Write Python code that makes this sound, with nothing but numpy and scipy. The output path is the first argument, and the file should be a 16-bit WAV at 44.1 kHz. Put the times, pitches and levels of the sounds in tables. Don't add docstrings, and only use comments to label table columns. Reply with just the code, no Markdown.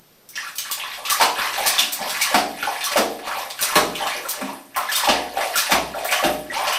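import sys
import numpy as np
from scipy import signal
from scipy.fft import rfft, irfft
from scipy.io import wavfile
from scipy.ndimage import uniform_filter1d

SR = 44100
rng = np.random.default_rng(int(sys.argv[2]) if len(sys.argv) > 2 else 0)


def persist_wave(psi):
    counts = np.round(np.clip(psi, -1, 1) * 32767).astype(np.int16)
    wavfile.write(sys.argv[1], SR, np.atleast_2d(counts).T)


N = 299282

# pitch_hz, relative level_db (per Hz)
ROOM_NOISE = [(25, -11), (86, -19), (130, -4.5), (460, -7), (1750, -16), (5100, -16.5), (7500, -19),
              (13300, -24), (14500, -32)]
# pitch_hz, level_db (rms)
HUMS = [(118.4, -63), (13184, -54)]
# pitch_hz, relative level_db
STANDING_WAVES = [(62, -6.5), (100, 3), (165, -14), (200, -16), (218, -3.5), (250, -8), (275, -0.5),
                  (297, -3), (346, -1), (409, 2), (457, 2.5), (482, 4), (545, -9), (575, -2.5), (610, 4),
                  (664, -0.5), (727, 4), (774, -1), (800, 0), (860, -25), (910, -4.5), (959, -15.5),
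                  (990, -1), (1040, -2), (1086, 0.5), (1136, 2), (1186, -4.5), (1271, 0.5), (1340, -6.5)]
# pitch_hz, fade_s
TAIL_FADE = [(60, 0.13), (260, 0.67), (700, 0.49), (1800, 0.27), (5000, 0.44), (13000, 0.14)]
# pitch_hz, level_db
TAIL_COLOUR = [(60, -19), (350, 5.5), (600, 3), (1300, 2.5), (2000, 4.5)]
# start_s, hold_s, gurgle_db, trickle_db, mist_db
STROKES = [(0.393, 0.074, -54, -33, -40.5), (0.63, 0.077, -45, -35, -39.5), (.78, .14, -52, -31, -40.5),
           (0.986, 0.055, -35, -42, -45), (1.086, 0.14, -28.5, -25.5, -31.5),
           (1.388, 0.063, -23.5, -22, -31), (1.563, 0.23, -26.5, -22.5, -29),
           (2.003, 0.11, -28, -27.5, -34), (2.15, .18, -26.5, -23.5, -30), (2.586, 0.42, -38, -30, -35.5),
           (3.266, 0.16, -29, -29.5, -36), (3.605, 0.14, -29, -28.5, -29.5),
           (3.993, 0.16, -34.5, -25.5, -35.5), (4.233, 0.26, -35, -35, -39.5),
           (4.783, 0.04, -30, -30.5, -37.5), (4.892, 0.25, -28.5, -27, -36.5),
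           (5.365, 0.11, -28, -28, -32.5), (5.543, 0.16, -29.5, -26, -32), (5.987, 0.051, -29, -31, -36),
           (6.066, 0.21, -34, -27.5, -32), (6.541, .25, -23, -26, -34.5)]
# start_s, level_db, cavity pitch_hz, ring_s (fall of 60 dB), tub wall_db, tub floor_db
PLUNGES = [(1.224, -10.5, 408, 0.033, -38, -60), (1.659, -35, 401, 0.04, -34, -59),
           (1.81, -32.5, 283, 0.19, -58, -61), (2.001, -27, 231, 0.12, -31, -51),
           (2.342, -8.5, 285, 0.087, -20.5, -42), (2.977, -12.5, 292, 0.15, -50, -43),
           (3.628, -32.5, 406, 0.07, -50, -67), (3.758, 0.5, 395, 0.034, -13, -35),
           (4.16, -27, 487, 0.17, -60, -71), (4.414, -20.5, 256, 0.22, -37, -70),
           (5.086, -12, 307, 0.08, -23, -35.5), (5.718, -16, 311, 0.13, -16.5, -30.5),
           (6.244, -2.5, 312, 0.036, -17, -33), (6.483, -25.5, 338, 0.079, -38, -74)]
# start_s, level_db, pitch_hz, burst of neighbours_db (against the plop)
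PLOPS = [(0.291, -31, 6000, -2), (0.334, -32, 2140, -6), (0.355, -21, 5600, 2), (0.356, -28, 2600, 11),
         (0.376, -9, 1800, -25), (0.365, -32, 990, -8), (0.428, -24, 1150, -1), (0.464, -20, 1345, -1),
         (0.583, -18, 3000, -21), (0.657, -33, 1240, 14), (0.699, -18, 1110, -16), (0.775, -26.5, 826, 6),
         (0.798, -23, 2670, 12), (0.836, -14.5, 1030, -4), (0.934, -23, 3210, -17),
         (0.974, -24.5, 750, 6.5), (1.051, -15.5, 2620, -12), (1.099, -22.5, 1760, 14.5),
         (1.117, -6, 1174, -22), (1.199, -5, 886, -3), (1.211, -1.5, 950, -5), (1.224, -6, 874, -7),
         (1.249, -14, 725, -2), (1.385, -23.5, 1370, 16.5), (1.526, -20, 1940, -19), (1.597, -10, 810, -7),
         (1.66, -17.5, 924, -17), (1.782, -1.5, 3510, -2), (2.003, -22.5, 610, -5), (2.12, -18, 1630, -20),
         (2.214, -8, 2232, -16), (2.343, -0.5, 728, -3), (2.375, -37, 680, -2), (2.627, -7.5, 1430, -21),
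         (2.673, -5, 823, -2), (2.806, -29, 1760, -6), (2.829, -15.5, 3500, 3), (2.867, -14, 1107, 2),
         (2.958, 1.5, 614, -1), (2.975, -7.5, 472, -2), (3.087, -13, 665, -14), (3.273, -14, 1017, 8),
         (3.38, -16, 823, -23), (3.592, -13.5, 1540, -15), (3.724, -9.5, 1047, 8), (3.757, -3, 1077, -19),
         (3.95, -24, 2480, 12.5), (4.005, -13, 780, 5), (4.022, -17, 3030, -10), (4.024, -19, 774, 13),
         (4.061, -13, 1116, 0), (4.251, -23.5, 542, -15), (4.251, -17, 1350, -13), (4.379, -23, 600, 7),
         (4.491, -12, 937, -14), (4.745, -23, 2180, 5), (4.766, -6.5, 1030, 3), (4.888, -11.5, 1705, -26),
         (4.917, -10, 3160, -1), (4.95, -10, 3580, -15), (5.035, -8.5, 950, 5), (5.073, -3.5, 810, 7.5),
         (5.139, -14.5, 590, -17), (5.371, -4.5, 749, -5.5), (5.409, -16, 728, -15), (5.487, -28, 700, -16),
         (5.555, -5.5, 1395, -10), (5.695, -8, 740, 0), (5.715, -11, 738, 11.5), (5.94, -18, 1354, -15),
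         (5.946, -13, 645, 5), (6.036, -19, 704, -24), (6.089, -11, 2230, 0.5), (6.119, -9.5, 2440, 4.5),
         (6.195, -10, 1110, -2), (6.228, -5.5, 670, -2), (6.236, -6, 636, 1.5), (6.289, -11, 567, -15),
         (6.5, -14, 1890, -23), (6.557, -13, 856, -13), (6.646, -11, 1050, -10), (6.724, -10, 2910, 1)]
# start_s, relative level_db, body_db (against the level), tilt_db_per_octave
SLAPS = [(0.2887, -33.5, -35, 3.5), (0.3544, -18, -38, -8.5), (0.554, -22, -32, 3),
         (0.5806, -10.5, -31, -2.5), (0.712, -11, -36, -1), (0.9348, -22.5, -34, -10),
         (1.0528, -14.5, -30, -8.5), (1.098, -4, -26, -1), (1.198, -14, -1, -9), (1.2107, -7.5, 0.5, -5),
         (1.2234, -9, -1.5, -9), (1.3875, -23.5, -6, -12.5), (1.5303, -17.5, -52, -10.5),
         (1.6612, -1, -12.5, -2), (1.7856, -5.5, -19.5, -6.5), (1.806, -15, -15, -3),
         (1.922, -14.5, -15.5, 1.5), (2.094, -13.5, -19, -4.5), (2.2112, -4.5, -21, -2.8),
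         (2.3427, -7, 1, -9), (2.375, -13, -4.5, -7.5), (2.626, -18.5, -3, -12.5), (2.808, -19, -29, -9),
         (2.8377, -9.5, -30, -0.5), (2.9162, -15, -2.5, -7), (2.9584, -14, 0, -5), (2.9689, -7, 0.5, -4.5),
         (3.19, -34.5, 4, -10), (3.275, -29, 7.5, -11), (3.379, -27, -26, 2), (3.4992, -20.5, -26, -7),
         (3.5906, -23, -26, -12), (3.6098, -10.5, -21, 3), (3.6214, -8.5, -12.5, -2.5),
         (3.7551, -2.5, -1.5, -5), (3.9502, -22.5, -11, -3), (4.0677, -15.5, -20, -6.5),
         (4.2863, -15.5, -35, 4.5), (4.308, -18, -25, -5), (4.4115, -33.5, 15, -3),
         (4.7615, -19.5, 5.5, 5.5), (4.9164, -9, -15, -3.5), (4.954, -4.5, -28, -0.5),
         (5.04, -9.5, -22, -8), (5.086, -2.5, -11, -11.5), (5.3717, -35, 16.5, -9), (5.4081, -22, 9, -7),
         (5.5577, -6, -16.5, -0.2), (5.575, -2, -24, -3.3), (5.7065, -8, -6, -3),
         (5.718, -5.5, -0.5, -11.5), (5.9475, -31, -2, -3), (6.0462, -28, 7.5, 11), (6.112, -13.5, -28, -1),
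         (6.122, -9, -2.5, -5.5), (6.144, -29, -15, -14), (6.2375, -10, 1, -9), (6.5339, -26, -0.5, -11),
         (6.6698, -9.5, -8, -8.5), (6.725, -16, -10, -4)]
# pitch_hz, relative level_db
SPRAY_COLOUR = [(100, -45), (400, -43), (1500, -19.5), (2500, -2.5), (5000, 2.5), (8000, 3), (12000, -4.5),
                (16000, 14)]
# pitch_hz, relative level_db
BODY_COLOUR = [(40, -53), (300, -23), (480, -37), (600, 5), (900, 1), (1500, 1.5), (2500, -7.5),
               (5000, -21)]
# pitch_hz, width_hz (at half depth), level_db
HOUSING_DIPS = [(6650, 180, -15), (7480, 180, -15)]
# pitch_hz, level_db
ROLL_OFF = [(13500, -3), (15100, -18.5), (15400, -22), (16200, -49)]

ROOM_NOISE_DB = -47
BAND_LIMIT_HZ = 16190
TUB_WALL_HZ, TUB_FLOOR_HZ = 168, 62

ATTACK_DB_PER_S = 339
RELEASE_DB_PER_S = 142, 195, 65
# level_db against the event, fade_db_per_s
AFTER_GURGLE, AFTER_TRICKLE, AFTER_MIST = (-25, 153), (-25.5, 370), (-24, 160)
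TRICKLE_OCTAVES, MIST_OCTAVES = -0.28, 0.33
FIZZ_DB, DRIP_DB, FIZZ_FADE_DB_PER_S = -44, -31, 35
GURGLE_TOP_HZ, PITCH_MEMORY_DB_PER_S = 1250, 110

PLOP_RISE_OCTAVES = 0.17
PLOP_RING_S, RING_SLOPE = 0.052, 0.067
SPRAY_S, SPRAY_DB_PER_DOUBLING = 0.018, 44


def gain_of(db):
    return 10 ** (np.asarray(db) / 20)


def evened(x):
    return x / np.sqrt(np.mean(x ** 2) + 1e-20)


def read(points, hz):
    f, value = np.transpose(points)
    return np.interp(np.log(hz + 1), np.log(f + 1), value)


def coloured(x, points):
    return irfft(rfft(x) * gain_of(read(points, np.fft.rfftfreq(len(x), 1 / SR))), len(x))


def add(mix, s, sound):
    part = mix[round(s * SR):][:len(sound)]
    part += sound[:len(part)]


def bubble(hz, rise, t60):
    t60 = max(t60, 0.002)
    t = np.arange(round(t60 * SR)) / SR
    turns = np.cumsum(hz * 2 ** (rise * t / t60)) / SR
    fade = gain_of(-60 * t / t60)
    onset = (1 - np.exp(-t * hz * 1.85)) ** 2
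    return fade * onset * np.sin(2 * np.pi * turns)


def hush():
    t = np.arange(N) / SR
    tones = sum(np.sqrt(2) * gain_of(db) * np.sin(2 * np.pi * hz * t) for hz, db in HUMS)
    noise = evened(coloured(rng.standard_normal(N), ROOM_NOISE))
    return gain_of(ROOM_NOISE_DB) * noise + tones


def early_echoes():
    echoes = np.zeros(1400)
    echoes[rng.integers(60, 1400, 24)] = rng.choice([-1., 1.], 24)
    echoes *= np.exp(-np.arange(1400) / 340.0)
    return echoes / np.linalg.norm(echoes)


def scattered_tail(x):
    hz, _, frames = signal.stft(x, SR, nperseg=512, noverlap=384)
    keep = gain_of(-120 * 128 / SR / read(TAIL_FADE, hz))
    power = [signal.lfilter([0, 0, 0, 1 - k], [1, -k], abs(row) ** 2) for k, row in zip(keep, frames)]
    a, b = rng.standard_normal((2, *frames.shape[::-1])).transpose(0, 2, 1)
    scrambled = np.sqrt(power) * (a + 1j * b)
    tail = signal.istft(scrambled, SR, nperseg=512, noverlap=384)[1][:N]
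    return coloured(tail, TAIL_COLOUR)


def standing_waves():
    t = np.arange(SR) / SR
    ring = np.zeros(SR)
    for k, (hz, db) in enumerate(STANDING_WAVES):
        fade = gain_of(db - 50 * t / read(TAIL_FADE, hz))
        ring += (-1) ** k * fade * np.sin(2 * np.pi * hz * t)
    return ring / np.linalg.norm(ring)


def alcove(x):
    early = gain_of(-1.0) * signal.oaconvolve(x, early_echoes())[:N]
    waves = gain_of(-11.5) * signal.fftconvolve(x, standing_waves())[:N]
    return early + scattered_tail(x) + waves


def swell(start, hold, db, release_db_per_s, attack_db_per_s):
    t = np.arange(0, N + 64, 64) / SR - np.asarray(start)[:, None]
    before = np.maximum(-t, 0)
    after = np.maximum(t - np.asarray(hold)[..., None], 0)
    fade_db = attack_db_per_s * before + release_db_per_s * after
    return gain_of(np.maximum(np.asarray(db)[:, None] - fade_db, -150)) ** 2


def stirring():
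    start, hold, *stroke_dbs = np.transpose(STROKES)
    plop_s, plop_db, plop_hz, _ = np.transpose(PLOPS)
    slap_s, slap_db, _, tilt_db = np.transpose(SLAPS)

    def left_by(s, db, fade):
        return swell(s, 0., db, fade, 1e5).sum(0)

    gurgle = left_by(plop_s, plop_db + AFTER_GURGLE[0], AFTER_GURGLE[1])
    trickle = left_by(slap_s, slap_db + TRICKLE_OCTAVES * tilt_db + AFTER_TRICKLE[0], AFTER_TRICKLE[1])
    drips = left_by(slap_s, slap_db + DRIP_DB, FIZZ_FADE_DB_PER_S)
    mist = left_by(slap_s, slap_db + MIST_OCTAVES * tilt_db + AFTER_MIST[0], AFTER_MIST[1])
    fizz = left_by(slap_s, slap_db + FIZZ_DB, FIZZ_FADE_DB_PER_S)

    rows = []
    for db, release, left in zip(stroke_dbs, RELEASE_DB_PER_S, (gurgle, trickle + drips, mist + fizz)):
        stroke_power = swell(start, hold, db, release, ATTACK_DB_PER_S).sum(0)
        rows.append(np.sqrt(stroke_power + left))
    recent = swell(plop_s, 0., plop_db, PITCH_MEMORY_DB_PER_S, ATTACK_DB_PER_S)
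    rows.append(np.log2(np.minimum(plop_hz, GURGLE_TOP_HZ)) @ recent / recent.sum(0))
    return [np.interp(np.arange(N) / 64, np.arange(len(row)), row) for row in rows]


def swarm(pitches_hz, per_s, cycles, spread_db, weight):
    out = np.zeros(N)
    for hz in pitches_hz:
        strength = gain_of(spread_db * np.minimum(rng.exponential(1, N), 4))
        hits = strength * (rng.random(N) < per_s / SR)
        out += signal.oaconvolve(hits * weight(hz), bubble(hz, 0.6, cycles / hz))[:N]
    return evened(out)


def stirred():
    gurgle_level, trickle_level, mist_level, centre = stirring()

    def near_centre(hz):
        return np.exp(-((np.log2(hz) - centre) / 0.53) ** 2)

    gurgle = swarm(np.geomspace(480, 2200, num=30), 22, 26.6, 3.66, near_centre)
    trickle = swarm(np.geomspace(1500, 6300, num=30), 20, 18.6, 3.0, lambda hz: (hz / 3000) ** -0.1)
    mist = swarm(np.geomspace(6300, 15500, num=12), 90, 7, 4.4, lambda hz: (hz / 9000) ** 0.018)
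    return gurgle_level * gurgle + trickle_level * trickle + mist_level * mist


def plunges():
    out = np.zeros(N)
    for (s, db, hz, t60, wall_db, floor_db), chance in zip(PLUNGES, rng.random((len(PLUNGES), 6, 2))):
        for late, detune in chance:
            gulp = bubble(hz * 2 ** (0.632 * detune - 0.3 + 0.35 * late), 0.44, t60 * 0.39)
            add(out, s + 0.12 * late, gain_of(db - 6.5 - 9.6 * late) * gulp)
        add(out, s, gain_of(db) * bubble(hz, 0.33, t60))
        add(out, s + 0.00539, gain_of(db - 2.5) * bubble(hz * 0.761, 0.12, t60))
        add(out, s, gain_of(wall_db) * bubble(TUB_WALL_HZ, 0.09, 0.59))
        add(out, s, gain_of(floor_db) * bubble(TUB_FLOOR_HZ, 0, 0.82))
        add(out, s, gain_of(floor_db + 16.0) * bubble(32, 0.1, 0.088))
    return out


def plops():
    out = np.zeros(N)
    for (s, db, hz, burst_db), chance in zip(PLOPS, rng.random((len(PLOPS), 9, 3))):
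        t60 = PLOP_RING_S * (1000 / hz) ** RING_SLOPE
        add(out, s, gain_of(db) * bubble(hz, PLOP_RISE_OCTAVES, t60))
        for late, detune, weaker in chance:
            neighbour = bubble(hz * 2 ** (0.79 * (detune - 0.45)), PLOP_RISE_OCTAVES * 0.5, t60 * 0.21)
            add(out, s + 0.06 * late ** 2, gain_of(db + burst_db - 4.5 * weaker) * neighbour)
    return out


def slaps():
    out = np.zeros(N)
    t = np.arange(SR // 5) / SR
    silence = 0 * t
    noises = rng.standard_normal((len(SLAPS), 3, len(t)))
    for (s, db, body_db, tilt_db), (drops, smack, chance) in zip(SLAPS, noises):
        length = SPRAY_S * 2 ** (db / SPRAY_DB_PER_DOUBLING)
        burst = (1 - np.exp(-t / 0.0004)) * np.exp(-t / length)
        shape = burst / np.sqrt(length + 0.0053)
        clumps = gain_of(5.0 * chance + 4.14 * evened(uniform_filter1d(chance, size=60)))
        colour = [(hz, level + tilt_db * np.log2(max(hz, 400) / 5000)) for hz, level in SPRAY_COLOUR]
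        spray = coloured(np.r_[shape * drops * clumps, silence], colour)
        body = coloured(np.r_[shape * smack, silence], BODY_COLOUR)
        add(out, s, gain_of(db - 22.0) * spray)
        add(out, s, gain_of(db + body_db - 6.0) * body)
    return out


def scene():
    water = slaps() + plops() + plunges() + stirred()
    mono = water + alcove(water) + hush()
    return np.array([mono, mono])


def record(dry):
    hz = np.fft.rfftfreq(N, 1 / SR)
    dips_db = sum(db / (1 + ((hz - f) / (width / 2)) ** 2) for f, width, db in HOUSING_DIPS)
    overloaded = 1.803 * np.tanh(dry / 3.16)
    heard = irfft(rfft(overloaded) * gain_of(dips_db + read(ROLL_OFF, hz)), N)
    band_limit = signal.firwin(511, BAND_LIMIT_HZ, window=("kaiser", 9), fs=SR)
    return signal.oaconvolve(heard, band_limit[None], "same")


dry = scene()
out = record(dry)
persist_wave(out)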